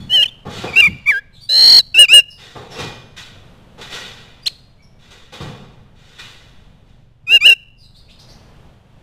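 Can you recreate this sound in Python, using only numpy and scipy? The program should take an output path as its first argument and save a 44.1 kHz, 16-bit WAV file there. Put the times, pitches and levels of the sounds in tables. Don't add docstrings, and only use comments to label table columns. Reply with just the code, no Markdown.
import sys
import numpy as np
from scipy import signal
from scipy.fft import rfft, irfft, next_fast_len
from scipy.io import wavfile
from scipy.ndimage import map_coordinates

SR = 44100
rng = np.random.default_rng(int(sys.argv[2]) if len(sys.argv) > 2 else 0)


def wrap_up_sound(samples):
    columns = np.atleast_2d(samples).T
    tamed = np.clip(columns, -1, 1)
    steps = np.round(tamed * 32767).astype(np.int16)
    wavfile.write(sys.argv[1], SR, steps)


N = 397782
TIME = np.arange(N) / SR
PURITY = 0.76

# f/Hz, width/Hz, level/dB
CAGE_MODES = [(1528, 9.9, -1), (1910, 13, -2.5), (2447, 8, 11), (2700, 24, 0), (3136, 25, 2),
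              (3363, 23.4, -6), (3700, 63, 6.5), (4460, 14, -6), (4788, 11, 0.5), (5246, 29, -2.5),
              (6300, 31.6, -8)]


def undb(db):
    return 10 ** (np.asarray(db) / 20)


def unit(x):
    return x / np.sqrt(np.mean(x ** 2))


def curve(points):
    times, values = np.transpose(points)
    return np.interp(TIME, np.sort(times), values)


def gate(start, end, attack, release):
    return np.clip((TIME - start) / attack, 0, 1) * np.clip((end - TIME) / release, 0, 1)


def drift(rate_hz):
    times = np.arange(0, N / SR + 1, 1 / rate_hz)
    return unit(np.interp(TIME, times, rng.standard_normal(len(times))))


def colour(x, eq, modes=(), ring_db=0):
    size = next_fast_len(N)
    f = np.arange(size // 2 + 1) * SR / size
    hz, db = np.transpose(eq)
    gain = undb(np.interp(np.log(f + 1), np.log(hz), db))
    ring = 1 + sum(undb(peak_db + ring_db) / (1 + 2j * (f - centre) / width)
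                   for centre, width, peak_db in modes)
    return unit(irfft(rfft(x, size) * gain * ring, size)[:N])


def yard_reverb(x, t60, early_t60=0.12, early_db=4):
    t = TIME[:SR]
    fade = undb(-60 * t / t60) + undb(early_db - 60 * t / early_t60)
    echo = rng.standard_normal(SR) * fade * np.clip(t / 0.013, 0, 1)
    return signal.fftconvolve(x, echo / np.sqrt(np.sum(echo ** 2)))[:N]


def close_echoes(x, t60=0.054, count=40):
    lags = rng.integers(1, SR // 16, count)
    echo = np.zeros(SR // 16)
    echo[lags] = rng.standard_normal(count) * undb(-60 * lags / SR / t60)
    return unit(signal.fftconvolve(x, echo)[:N])


def syrinx(hz, strength, overtone, third_db=-8.5):
    phase = 2 * np.pi * np.cumsum(hz) / SR
    harmonics = np.sin(2 * phase) + undb(third_db) * np.sin(3 * phase)
    return strength * np.sin(phase) + overtone * harmonics


def outdoor_air():
    # f/Hz, relative level/dB
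    air_eq = [(25, 1.5), (45, -3.5), (80, -6.5), (130, -7.5), (230, -14), (320, -23), (550, -21.5),
              (1300, -30.5), (2200, -35.5), (3200, -34), (5000, -45), (9000, -51.5), (15000, -59.5)]
    # t/s, gain/dB
    swell = [(0, 10.5), (1.3, -2), (2.2, -3), (3.5, 9.5), (4.3, 7), (4.9, -0.5), (5.9, 1.5), (6.6, 2.5),
             (7.1, -3), (7.8, -6), (8.3, 9), (9.0, 6.5)]
    wash = colour(rng.standard_normal(N), air_eq) * undb(-48 + 1.5 * drift(6))
    rumble = signal.sosfilt(signal.butter(1, 200, fs=SR, output="sos"), wash)
    return rumble + (wash - rumble) * undb(curve(swell))


def far_engine(thuds_per_s=24.3, thud_hz=122, db=-54, lope=0.39):
    cycles = np.cumsum(thuds_per_s * (1 + 0.017 * drift(4))) / SR
    age = cycles % 1 / thuds_per_s
    thuds = age * np.exp(-age / 0.0052) * np.sin(2 * np.pi * thud_hz * age)
    accent = 1 + lope * np.sin(np.pi * cycles)
    return undb(db) * unit(thuds * accent * undb(2.2 * drift(28)))


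def distant_birds(base_hoarse=0.012, hoarse_per_octave=0.09):
    # t/s, length/s, start pitch/Hz, end pitch/Hz, level/dB
    glides = [(0.0, .024, 4400, 4410, -46), (0.0, 0.02, 3430, 3480, -42), (.67, 0.019, 2506, 2370, -25.5),
              (0.727, 0.035, 2243, 2470, -22), (1.323, 0.072, 4360, 3225, -47),
              (1.403, 0.043, 4540, 4650, -39), (2.299, 0.024, 5620, 4630, -40),
              (2.702, 0.039, 5770, 4990, -42), (4.42, .035, 4750, 4850, -46),
              (4.784, .03, 2244, 2310, -55.5), (4.82, .025, 5700, 5100, -54),
              (7.769, 0.071, 5190, 4480, -52), (7.824, 0.038, 4290, 3800, -48),
              (7.941, 0.045, 3460, 4830, -46.5), (8.079, 0.046, 2270, 4840, -46),
              (8.184, 0.03, 3420, 6600, -43.5), (8.279, 0.037, 3680, 6370, -45.5)]
    out, flutter = np.zeros(N), drift(900)
    for start, length, start_hz, end_hz, db in glides:
        i, n = max(int(start * SR), 0), int(length * SR)
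        hoarse = base_hoarse + hoarse_per_octave * abs(np.log2(end_hz / start_hz))
        hz = np.linspace(start_hz, end_hz, n) * (1 + hoarse * flutter[i:i + n])
        strength = undb(db) * np.sqrt(np.hanning(n))
        out[i:i + n] += syrinx(hz, strength, strength * undb(-16.5))
    return out


def cage_knocks(t60=0.81, spread_db=3):
    # t/s, level/dB
    knocks = [(2.79, -43), (3.165, -56), (5.325, -62), (5.41, -55), (6.19, -62)]
    out, age = np.zeros(N), TIME[:SR]
    hz, _, mode_db = np.transpose(CAGE_MODES)
    rings = np.sin(2 * np.pi * hz[:, None] * age) * undb(-60 * age / t60)
    for start, db in knocks:
        i = int(start * SR)
        mix = undb(db + mode_db + spread_db * rng.standard_normal(len(hz)))
        out[i:i + SR] += mix @ rings
    return out


def wings_and_scuffs(sparkle_hz=5000, sparkle_life=0.78, sparkle_db=1.5):
    # t/s, rise/s, t60/s, thump/dB, body/dB, hiss/dB
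    bursts = [(0.0, 0.0029, 0.67, -30.5, -60, -51), (0.451, 0.024, 0.3, -27, -30, -46.5),
              (0.49, 0.1, 1.1, -35, -36, -32), (0.638, 0.0025, 0.47, -32, -23.5, -40.5),
              (0.874, 0.011, .3, -22, -56, -59), (2.377, 0.051, 1.9, -52, -50.5, -41.5),
              (2.553, 0.0098, 0.7, -36.5, -32, -45.5), (2.7, 0.13, 0.52, -41, -33.5, -33.5),
              (2.785, 0.017, 0.67, -29, -30, -30), (3.164, 0.018, 0.75, -61, -51.5, -34),
              (3.778, .02, 0.51, -48, -39, -43.5), (3.81, 0.0044, 1.05, -50, -51, -34.5),
              (3.901, 0.05, 1.1, -46, -38.5, -29), (4.989, .06, 1.6, -61.5, -62, -51),
              (5.105, 0.0096, 1, -54, -50.5, -42.5), (5.321, 0.021, 0.6, -46, -38.5, -36.5),
              (5.401, 0.012, 1.02, -28.5, -33, -38.5), (5.95, 0.38, 1.34, -60, -56.5, -46),
              (6.184, 0.015, 0.74, -47.5, -49, -35), (6.86, .037, 1.1, -66, -72.5, -61.5)]
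    # f/Hz, relative level/dB
    thump_eq = [(40, -19.5), (85, -2.5), (130, 0.5), (200, -2), (400, -25), (1000, -57.5)]
    # f/Hz, relative level/dB
    body_eq = [(120, -27.5), (280, 0), (650, -1), (1200, -6.5), (2000, -18.5), (5000, -36), (15000, -60.5)]
    # f/Hz, relative level/dB
    hiss_eq = [(500, -25.5), (1400, -1), (2500, -2.5), (3600, 0), (5000, -9), (7000, -12.5), (10000, -25),
               (15000, -32.5)]
    power, age = np.zeros((4, N)), TIME[:SR]
    life = np.array([1, 1, 1, sparkle_life])[:, None]
    for start, rise, t60, thump_db, body_db, hiss_db in bursts:
        i = max(int(start * SR), 0)
        attack = np.sqrt(np.clip(age / rise, 0, 1))
        decay = undb(-60 * np.maximum(age - rise, 0) / (t60 * life))
        gains = undb([thump_db, body_db, hiss_db, hiss_db + sparkle_db])[:, None]
        power[:, i:i + SR] += (gains * attack * decay) ** 2
    thump, body, hiss = rng.standard_normal((3, N))
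    hiss = colour(close_echoes(hiss) + undb(-1) * hiss, hiss_eq, CAGE_MODES, ring_db=2)
    body = colour(close_echoes(body) + undb(6) * body, body_eq)
    dull_hiss = signal.sosfiltfilt(signal.butter(3, sparkle_hz, fs=SR, output="sos"), hiss)
    sparkle = hiss - dull_hiss
    layers = [colour(thump, thump_eq), body, dull_hiss, sparkle]
    grain = undb(0.6 * drift(200))
    return grain * np.sum(np.sqrt(power) * layers, axis=0)


def buzz(start=1.489, end=1.813, build_s=0.083, base_hz=3916, effort_hz=248.4, flick_hz_per_s=18500):
    # t/s, rate/Hz
    warble = [(1.49, 100), (1.515, 87), (1.555, 86), (1.575, 72), (1.635, 61), (1.7, 42), (1.72, 41),
              (1.755, 52), (1.81, 49)]
    effort = 1 - np.exp(-np.maximum(TIME - start, 0) / build_s)
    voiced = gate(start, end, attack=0.004, release=0.022)
    rate = curve(warble)
    cycles = np.cumsum(rate * (TIME > warble[0][0])) / SR + 1 / 6
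    flick = (1 - np.abs(np.sin(np.pi * cycles))) ** 1.1
    climb_hz = flick_hz_per_s / rate
    lift_hz = (effort_hz * effort + climb_hz * flick) * voiced ** 2
    hz = (base_hz + lift_hz) * (1 + 0.005 * drift(1100))
    strength = voiced * undb(-15 + 13 * effort + 2.9 * flick + 0.49 * drift(500))
    return syrinx(hz, strength, strength * undb(-30))


def chips(sharpness=1.1):
    # t/s, length/s, start/Hz, crest/Hz, end/Hz,
    # crest position/share of length, level/dB, overtone before purity/dB
    arches = [(0.221, .028, 2818, 3156, 2350, .33, -3.5, -32),
              (0.253, 0.017, 2950, 3066, 2890, .4, -11.5, -37.5),
              (.274, .025, 3160, 3550, 3390, .5, -27, -49.5),
              (0.797, .023, 2713, 2872, 2420, 0.3, 2, -27.5),
              (4.458, .027, 2452, 4360, 2080, .6, -7.5, -19.5)]
    out, tremble = np.zeros(N), 1 + 0.01 * drift(900)
    for start, length, start_hz, crest_hz, end_hz, crest, db, overtone_db in arches:
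        i, n = int(start * SR), int(length * SR)
        along = np.linspace(0, 1, n)
        effort = np.interp(along, [0, crest, 1], [0, 1, 0])
        foot_hz = np.where(along < crest, start_hz, end_hz)
        hz = foot_hz + (crest_hz - foot_hz) * np.sin(np.pi / 2 * effort) ** 1.6
        overtone = undb(overtone_db) * np.sqrt(effort) * (1 - PURITY * effort)
        out[i:i + n] += syrinx(hz * tremble[i:i + n], undb(db) * effort ** sharpness, overtone)
    return out


def whistles():
    # t/s, f/Hz
    contours = [
        [(.092, 2840), (.102, 2940), (.117, 2930), (.143, 3158), (.172, 2970), (.2, 2854), (.226, 2845)],
        [(.756, 2370), (.763, 2610), (.773, 2725), (.789, 2769), (.802, 2740)],
        [(.82, 2440), (.833, 2372), (.845, 2321), (.86, 2475), (.874, 2184), (.887, 2158)],
        [(1.057, 2378), (1.07, 2150), (1.079, 2354), (1.091, 2380), (1.107, 2220), (1.121, 1744), (1.146, 1562),
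         (1.177, 1627), (1.2, 1707)],
        [(1.942, 2810), (1.951, 2643), (1.964, 2622), (1.996, 2898), (2.02, 2875), (2.031, 2814), (2.046, 2768),
         (2.06, 2320)],
        [(2.083, 2329), (2.102, 2537), (2.121, 2690), (2.136, 2835), (2.148, 2891), (2.172, 2837),
         (2.199, 2792), (2.212, 2640)],
        [(7.266, 2490), (7.287, 2483), (7.304, 2623), (7.324, 2772), (7.342, 2823), (7.361, 2823),
         (7.382, 2604)],
        [(7.405, 2286), (7.441, 2478), (7.457, 2780), (7.474, 3000), (7.481, 2732), (7.5, 2860), (7.509, 2693),
         (7.533, 2762), (7.542, 2630)],
    ]
    # in-tune level/dB, attack/s, release/s,
    # throat centre/Hz, throat width/Hz, overtone before purity/dB
    voicings = [(-6, 0.057, .003, 3040, 700, -33), (2, .004, 0.0039, 2880, 180, -36),
                (-2.5, .003, .026, 2050, 920, -29.5), (-4, .036, .022, 2370, 450, -35),
                (6.5, .009, 0.0039, 2895, 82, -30.5), (8.5, .004, 0.02, 2893, 85, -23.5),
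                (0, .08, .013, 2946, 470, -38), (1.2, .012, 0.014, 2870, 220, -27.5)]
    out = np.zeros(N)
    tremble = 1 + 0.0012 * drift(500)
    shimmer = undb(0.42 * drift(400))
    for contour, (db, attack, release, throat_hz, width_hz, overtone_db) in zip(contours, voicings):
        start, end = contour[0][0], contour[-1][0]
        on = (TIME > start) & (TIME < end)
        hz = curve(contour)[on]
        voiced = gate(start, end, attack, release)[on]
        in_tune = 1 / np.hypot(1, 2 * (hz - throat_hz) / width_hz)
        strength = undb(db) * voiced * in_tune * shimmer[on]
        overtone = undb(overtone_db) * np.sqrt(voiced) * (1 - PURITY * in_tune)
        out[on] += syrinx(hz * tremble[on], strength, overtone)
    return out


def scene(bounce_s=0.0045):
    song, sharp, twitters = whistles() + buzz(), chips(), distant_birds()
    bounce = undb(-25) * np.interp(TIME - bounce_s, TIME, song + sharp)
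    song_reverb = yard_reverb(undb(-29) * song + undb(-20) * sharp, t60=0.6)
    caged_bird = song + sharp + bounce + song_reverb
    far_birds = undb(-1.5) * twitters + undb(4.5) * yard_reverb(twitters, t60=0.76)
    return (caged_bird + far_birds + wings_and_scuffs() + cage_knocks() + far_engine() + outdoor_air())[None]


def record(dry, ceiling=0.95, slip_hz=1160, slip_samples=0.92, unsteady=0.012, top_hz=15450):
    clipped = np.clip(dry[0], -ceiling, ceiling)
    lag = slip_samples * ((TIME * slip_hz + unsteady * drift(1200)) % 1)
    slipped = map_coordinates(clipped, [np.arange(N) - lag], order=3, mode="nearest")
    high_cut = signal.ellip(12, 0.1, 90, top_hz, fs=SR, output="sos")
    return signal.sosfilt(high_cut, slipped)[None]


dry = scene()
out = record(dry)
wrap_up_sound(out)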